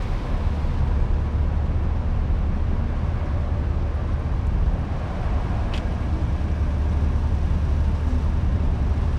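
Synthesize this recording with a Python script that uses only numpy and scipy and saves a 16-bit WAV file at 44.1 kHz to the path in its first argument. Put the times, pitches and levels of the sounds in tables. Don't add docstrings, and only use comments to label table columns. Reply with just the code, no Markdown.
import sys
import numpy as np
from scipy import signal
from scipy.fft import rfft, irfft, next_fast_len
from scipy.io import wavfile
from scipy.ndimage import uniform_filter1d

SR = 44100
rng = np.random.default_rng(int(sys.argv[2]) if len(sys.argv) > 2 else 0)


def transcribe(signal):
    frames = np.atleast_2d(signal).T
    limited = np.clip(frames, -1, 1)
    pcm = np.round(limited * 32767).astype(np.int16)
    wavfile.write(sys.argv[1], SR, pcm)


N = 404838

# time_s, firing_rate_hz, level_db
BOOMING_IDLE = [(0, 73.03, -32.5), (0.65, 73.13, -26), (2.0, 73.65, -25.5), (2.75, 73.96, -27.5),
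                (3.2, 74.03, -27), (4.6, 73.48, -27), (5.2, 73.37, -35.5), (5.95, 72.05, -31.5),
                (7.0, 73.24, -23.5), (8.05, 74.4, -23.5), (8.45, 73.43, -25.5), (9.18, 73.05, -24.5)]
# firing_multiple, gain_db
BOOMING_ORDERS = [(.5, -5), (1, 1.5), (1.5, -15), (2, -16)]
# time_s, crank_rate_hz, level_db
LUMPY_IDLE = [(0, 18.3, -35), (3, 21, -37.5), (5.8, 20.4, -34), (7.5, 20.95, -36), (9.18, 21.1, -34.5)]
# crank_multiple, gain_db
LUMPY_IDLE_ORDERS = [(1, -12), (2, -0.5), (3, 0.5), (4, -2), (5, -6.5), (6, -9)]
# time_s, level_db
VALVE_LEVELS = [(0, -74.5), (4.5, -65.5), (6, -59), (7.5, -57), (8.15, -56.5), (8.7, -60), (9.18, -57)]
# pitch_hz, width_hz, gain_db
BAY_RESONANCES = [(1400, 63, 0), (1665, 60, 6), (2256, 70, -4), (2663, 57, 0.5), (4880, 280, -4),
                  (5760, 360, -1), (8100, 400, -15.5), (9500, 500, -17.5), (12400, 700, -20)]
# pitch_hz, level_db, peak_s, half_length_s
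MACHINE_TONES = [(27.5, -31.5, 1.5, 4.7), (60.5, -42.5, 8.5, 2), (90.25, -35, 4.8, 6.4),
                 (96.8, -41, 3.2, 15), (133.2, -43, 7.0, 1.2), (170.1, -43.5, 6, 3.3), (184, -45, 7, 3)]

# frequency_hz, density_db
RUMBLE_COLOUR = [(14, -16.5), (22, -7.5), (31, 6.5), (40, -4.5), (50, 1), (62, -1), (76, -4.5), (90, -5),
                 (112, -4), (160, -27.5)]
DRONE_COLOUR = [(80, -21), (105, -2.5), (135, -1), (170, -3), (200, -3.5), (240, -7), (290, -10),
                (380, -14.5), (520, -27), (900, -29)]
ROAR_COLOUR = [(280, -12), (420, 0), (600, 0.5), (750, 0.5), (880, -3.5), (1080, -1.5), (1350, -8),
               (1650, -9), (1950, -12.5), (2500, -15.5), (3500, -23), (5000, -28.5), (9000, -47)]
HISS_COLOUR = [(1500, -14), (2600, 6.5), (3800, 4.5), (4700, -1.5), (5800, -1), (7100, -8.5), (8200, -8),
               (9600, -12), (11300, -23.5), (12500, -23.5), (14000, -33.5), (15700, -31)]
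# peak_s, half_length_s, boost_db
QUEUE_SURGES = [(0.798, 0.19, 4), (1.79, 0.19, 2), (5.6, 0.41, 2.5), (8.601, 0.31, 6.5)]
# centre_hz, width_hz, gain_db
ROAR_HUMPS = [(468, 4.9, -22.5), (563.3, 17, -11.5), (908, 11, -17), (1166, 35, -20), (1632, 54, -22),
              (2220, 43, -26)]
# nearest_s, approach_s, roar_db, hiss_db, tread_pitch_hz
PASS_BYS = [(0, 0.69, -43.5, -57.5, 1013), (3.05, 0.26, -43.5, -68.5, 586.2), (4.05, .18, -47.5, -70, 1047),
            (5.25, .5, -40, -61, 728.8), (9.15, .8, -51, -71.5, 800)]
# delay_s, gain_db
ECHOES = [(.0021, -27), (.0047, -33), (.0083, -19.5), (0.0133, -16)]
# peak_s, length_s, pitch_hz, level_db, glide_hz_per_s, width_ratio
MOTOR_HUMS = [(.8, 2.3, 483, -48.5, 1, 0.023), (.9, 2.5, 991, -53, -8.5, .04),
              (2.65, 1.6, 233.6, -41.5, 0, 0.039), (2.8, 0.43, 92, -26.5, 0.5, .03),
              (3.402, 1.5, 578.4, -49.5, 0, .1), (3.7, 1.1, 354, -49, 0, .12),
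              (6.85, 0.93, 410, -48, -0.5, .12), (7.1, 1.37, 239, -44, 0.5, 0.021),
              (5.4, 2.1, 731.6, -48.5, -35.5, .17), (5.948, 1.16, 242, -44, -2, 0.039),
              (6.001, 3.16, 1630, -57, 0, .025), (6.3, 2.5, 2305, -60.5, 0.5, .02),
              (6.098, 3, 311.8, -47, 9, 0.044), (6.283, 0.31, 165.2, -39, 0, .03),
              (6.499, 1.4, 601, -48.5, -15, 0.064), (8.147, 0.54, 249, -37.5, -35, .02),
              (7.998, 5.2, 902, -53, -7.5, .014), (8.705, 2.4, 394, -50, -1.5, .05),
              (9.048, 0.73, 237.3, -41.5, -0.5, 0.023)]

# frequency_hz, density_db
BRAKE_COLOUR = [(1700, 2), (2200, 3.5), (3000, -2), (3800, -1), (5200, -7), (6500, -17), (12500, -27.5),
                (15000, -28)]
# peak_s, half_length_s, level_db
BRAKE_GLINTS = [(.46, .12, -85), (.64, .05, -77)]
# pitch_hz, gain_db
DISC_TONES = [(7700, 4), (11453, -1), (12570, -6)]

# start_s, level_db, decay_s, pitch_hz
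GRIT_SNAPS = [(.022, -51, .012, 5000), (.222, -57, .005, 5000), (4.468, -46.5, .004, 7000),
              (8.08, -54.5, .035, 4500)]
SOLE_CATCHES = [(5.727, -42, .01, 2500), (5.7371, -26, .0038, 2900), (5.7424, -28.5, .002, 3300),
                (5.7466, -30.5, .0022, 3100), (5.751, -41, .008, 2200), (5.7608, -34.5, .0022, 3800),
                (5.7645, -31, .0024, 2300), (5.7765, -29.5, .0042, 4700), (5.781, -37, .004, 3000)]
# frequency_hz, density_db
GRIT_COLOUR = [(700, 13), (1600, 2), (2300, 5.5), (3000, 6.5), (3700, -1), (4600, -5), (5600, -7.5),
               (7700, -12), (10000, -18), (15000, -27)]
# peak_s, half_length_s, level_db
WIND_PUFFS = [(1.0, 0.19, -27.5), (2.35, 0.043, -21), (4.297, 0.13, -27), (4.636, 0.19, -23),
              (5.38, .15, -24.5)]
# frequency_hz, density_db
WIND_COLOUR = [(20, -8), (40, 1.5), (58, 0.5), (72, -9), (100, -8.5), (180, -19.5)]
# peak_s, level_db
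PULLEY_CHIRPS = [(3.952, -60), (4.075, -64), (4.136, -59), (4.197, -59), (4.315, -67), (4.736, -60),
                 (4.795, -61), (5.925, -62), (6.044, -65), (6.280, -62), (6.578, -65), (6.691, -61),
                 (6.929, -59), (6.965, -63), (7.169, -63), (7.289, -63), (7.346, -66), (7.463, -62),
                 (7.587, -65), (7.645, -66), (7.768, -65), (7.828, -65), (7.890, -59), (7.951, -61),
                 (8.011, -59), (8.070, -60), (8.189, -61), (8.248, -58), (8.307, -65), (8.657, -64),
                 (8.718, -65), (8.897, -60), (9.018, -60), (9.135, -59)]

RUMBLE_DB, DRONE_DB, ROAR_DB, HISS_DB = -30.5, -33, -40.5, -62


def from_db(db):
    return np.exp(np.asarray(db) * (np.log(10) / 20))


def rms_one(x):
    return x / np.sqrt(np.mean(x ** 2) + 1e-20)


def since(s):
    return np.arange(N) / SR - s


def bell(s, half_s):
    return np.exp(-(since(s) / half_s) ** 2)


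def automation(rows):
    times, *columns = np.transpose(rows)
    return [np.interp(since(0), times, column) for column in columns]


def drift(rate_hz):
    hop, settle = 40, 2000
    pole = np.exp(-2 * np.pi * hop * rate_hz / SR)
    noise = rng.standard_normal(N // hop + settle + 2)
    slow = signal.lfilter([1], [1, -2 * pole, pole * pole], noise)[settle:]
    return np.interp(np.arange(N) / hop, np.arange(len(slow)), rms_one(slow))


def narrow_noise(hz, width_hz):
    band = signal.butter(1, [hz - width_hz / 2, hz + width_hz / 2], "band", fs=SR, output="sos")
    return rms_one(signal.sosfilt(band, rng.standard_normal(N)))


def coloured_noise(colour):
    hz, db = np.transpose(colour)
    size = next_fast_len(N)
    bin_hz = np.maximum(np.arange(size // 2 + 1) * SR / size, 1)
    roll_off = np.minimum(1, np.minimum(bin_hz / hz[0], hz[-1] / bin_hz)) ** 4
    gain = from_db(np.interp(np.log(bin_hz), np.log(hz), db)) * roll_off
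    return rms_one(irfft(rfft(rng.standard_normal(size)) * gain, size)[:N])


def rough_tone(hz, width_hz):
    phase = 2 * np.pi * np.cumsum(hz * np.ones(N)) / SR
    return drift(width_hz / 2) * np.cos(phase) + drift(width_hz / 2) * np.sin(phase)


def low_end_dip():
    return from_db(-5 * bell(5.0, half_s=0.19))


def idling_engine(curve, orders, trim_db, throb_db, uneven):
    rate_hz, level_db = automation(curve)
    cycles = np.cumsum(rate_hz) / SR
    out = np.zeros(N)
    for order, db in orders:
        throb = from_db(throb_db * drift(19))
        waver = 1 + uneven * (1 - from_db(db)) * drift(0.77)
        tone = np.sqrt(2) * np.sin(2 * np.pi * (order * cycles + rng.random()))
        out += from_db(db) * throb * waver * tone
    return from_db(level_db + trim_db) * out


def valves(rate_hz, trim_db, whirr):
    age = (since(0) * rate_hz % 1) / rate_hz
    taps = (1 - np.exp(-age / 0.00034)) * np.exp(-age / 0.0047) * from_db(drift(15))
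    envelope = rms_one(whirr + taps)
    bay = rms_one(sum(from_db(db) * narrow_noise(hz, width) for hz, width, db in BAY_RESONANCES))
    return from_db(automation(VALVE_LEVELS)[0] + trim_db) * envelope * bay


def far_machines(trim_db, waver_db):
    out = np.zeros(N)
    for hz, db, peak_s, half_s in MACHINE_TONES:
        swell = from_db(db + waver_db * drift(0.84)) * bell(peak_s, half_s)
        out += swell * np.sqrt(2) * np.sin(2 * np.pi * (hz * since(0) + rng.random()))
    return from_db(trim_db) * out


def traffic_queue(evenness, drone_follows):
    surge_db = sum(db * bell(peak_s, half_s) for peak_s, half_s, db in QUEUE_SURGES)
    rumble = coloured_noise(RUMBLE_COLOUR)
    envelope = np.sqrt(uniform_filter1d(rumble ** 2, size=SR // 8) + 1e-9)
    rumble = rms_one(rumble / envelope ** evenness)
    drone = from_db(DRONE_DB + drone_follows * surge_db) * coloured_noise(DRONE_COLOUR)
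    return from_db(RUMBLE_DB + surge_db) * low_end_dip() * rumble + drone


def pass_by(nearest_s, approach_s, linger=2.12):
    return bell(nearest_s, approach_s * np.where(since(nearest_s) > 0, linger, 1))


def street_gains():
    fan = from_db(automation(VALVE_LEVELS)[0])
    roar, hiss = from_db(ROAR_DB), np.hypot(from_db(HISS_DB), fan)
    for nearest_s, approach_s, roar_db, hiss_db, _ in PASS_BYS:
        near = pass_by(nearest_s, approach_s)
        roar = np.hypot(roar, from_db(roar_db) * near)
        hiss = np.hypot(hiss, from_db(hiss_db) * near)
    return roar, hiss


def tyre_wash(flutter_db, grain_db, brighten):
    roar_gain, hiss_gain = street_gains()
    roar = coloured_noise(ROAR_COLOUR)
    roar += sum(from_db(db) * narrow_noise(hz, width) for hz, width, db in ROAR_HUMPS)
    hiss = coloured_noise(HISS_COLOUR) * from_db(flutter_db * drift(25) + grain_db * drift(250))
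    air = signal.sosfiltfilt(signal.butter(2, 10500, "high", fs=SR, output="sos"), hiss)
    hiss_db = 20 * np.log10(hiss_gain)
    shelf_db = brighten * np.minimum(hiss_db - hiss_db.mean(), 3)
    hiss += air * (from_db(shelf_db) - 1)
    return roar_gain * roar + hiss_gain * hiss


def with_reflections(sound, delay_wander):
    samples = np.arange(N)
    out = sound.copy()
    for delay_s, db in ECHOES:
        lag = delay_s * SR * (1 + delay_wander * drift(.1))
        out += from_db(db) * np.interp(samples - lag, samples, sound)
    return out


def treads(over_roar_db, width_ratio, doppler_ratio):
    out = np.zeros(N)
    for nearest_s, approach_s, roar_db, _, hz in PASS_BYS:
        pitch_hz = hz * (1 - doppler_ratio * np.tanh(since(nearest_s) / approach_s))
        swell = from_db(roar_db + over_roar_db) * pass_by(nearest_s, approach_s)
        out += swell * rough_tone(pitch_hz, hz * width_ratio)
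    return out


def creeping_cars():
    out = np.zeros(N)
    for peak_s, length_s, hz, db, glide, width_ratio in MOTOR_HUMS:
        swell = np.cos(np.pi * np.clip(since(peak_s) / length_s, -.5, .5))
        out += from_db(db) * swell * rough_tone(hz + glide * since(peak_s), hz * width_ratio)
    return out


def brake(release_s, release_db, ease_db_per_s, fade_db_per_s):
    before, after = np.maximum(-since(release_s), 0), np.maximum(since(release_s), 0)
    bite_db = 4 * bell(.68, half_s=.09)
    hiss_db = release_db + ease_db_per_s * before - fade_db_per_s * after + bite_db
    glints = sum(from_db(db) * bell(peak_s, half_s) for peak_s, half_s, db in BRAKE_GLINTS)
    disc = sum(from_db(db) * rough_tone(hz, width_hz=15) for hz, db in DISC_TONES)
    return from_db(hiss_db) * coloured_noise(BRAKE_COLOUR) + glints * disc


def grit_cracks(hits, noise, rise_s, crack_db, ring_cycles):
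    out, age = np.zeros(N), np.arange(SR // 4) / SR
    for start_s, db, decay_s, hz in hits:
        start = int(start_s * SR)
        span = slice(start, start + len(age))
        band = signal.butter(1, [hz / 2, min(hz * 2, SR / 2 - 1)], "band", fs=SR, output="sos")
        puff = rms_one(signal.sosfilt(band, noise[span])) * np.exp(-age / decay_s)
        crack = from_db(crack_db) * np.sin(2 * np.pi * hz * age) * np.exp(-age * hz / ring_cycles)
        attack = 1 - np.exp(-age / rise_s)
        out[span] += from_db(db) * attack * (puff + crack)
    return out


def grit_snaps(trim_db):
    fizz = narrow_noise(6500, width_hz=2500)
    return from_db(trim_db) * grit_cracks(GRIT_SNAPS, fizz, rise_s=.00044, crack_db=-3, ring_cycles=3)


def shoe_scuff(drag_s, drag_db, grain_db):
    grit = coloured_noise(GRIT_COLOUR)
    catches = grit_cracks(SOLE_CATCHES, grit, rise_s=.0004, crack_db=4, ring_cycles=4)
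    thin_grit = coloured_noise(GRIT_COLOUR[1:])
    scrape = rms_one(thin_grit * from_db(grain_db * drift(300)))
    drag = from_db(drag_db) * bell(drag_s, half_s=.024) * scrape
    return signal.sosfilt(signal.butter(1, 12000, fs=SR, output="sos"), catches + drag)


def wind():
    puffs = sum(from_db(db) * bell(peak_s, half_s) for peak_s, half_s, db in WIND_PUFFS)
    return puffs * coloured_noise(WIND_COLOUR)


def pulley(centre_hz, waver_hz, trim_db):
    swells = sum(from_db(db) * bell(peak_s, half_s=.0042) for peak_s, db in PULLEY_CHIRPS)
    pitch_hz = centre_hz + waver_hz * drift(waver_hz)
    tone = np.sqrt(2) * np.sin(2 * np.pi * np.cumsum(pitch_hz) / SR)
    return from_db(trim_db) * swells * tone


def scene():
    machines = idling_engine(BOOMING_IDLE, BOOMING_ORDERS, trim_db=-1, throb_db=0.46, uneven=0.42)
    lumpy = idling_engine(LUMPY_IDLE, LUMPY_IDLE_ORDERS, trim_db=0, throb_db=1, uneven=0.37)
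    machines += low_end_dip() * lumpy
    machines += valves(rate_hz=26.4, trim_db=1.5, whirr=.36)
    machines += pulley(centre_hz=9150, waver_hz=225, trim_db=-5)
    machines += far_machines(trim_db=1, waver_db=1)

    traffic = traffic_queue(evenness=0.69, drone_follows=0.26) + creeping_cars()
    traffic += treads(over_roar_db=-6, width_ratio=0.13, doppler_ratio=.04)
    traffic += brake(release_s=0.85, release_db=-58.5, ease_db_per_s=12, fade_db_per_s=50)
    traffic += with_reflections(tyre_wash(flutter_db=1, grain_db=1, brighten=.8), delay_wander=0.023)

    close = shoe_scuff(drag_s=5.764, drag_db=-42, grain_db=3) + grit_snaps(trim_db=-3) + wind()
    return (machines + traffic + close)[None]


def record(dry):
    bass_cut = signal.butter(2, 12, "high", fs=SR, output="sos")
    top_cut = signal.ellip(10, .1, 70, 15700, fs=SR, output="sos")
    fade_in = np.minimum(since(0) / .003, 1)
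    return signal.sosfilt(top_cut, signal.sosfilt(bass_cut, dry * fade_in))


dry = scene()
out = record(dry)
transcribe(out)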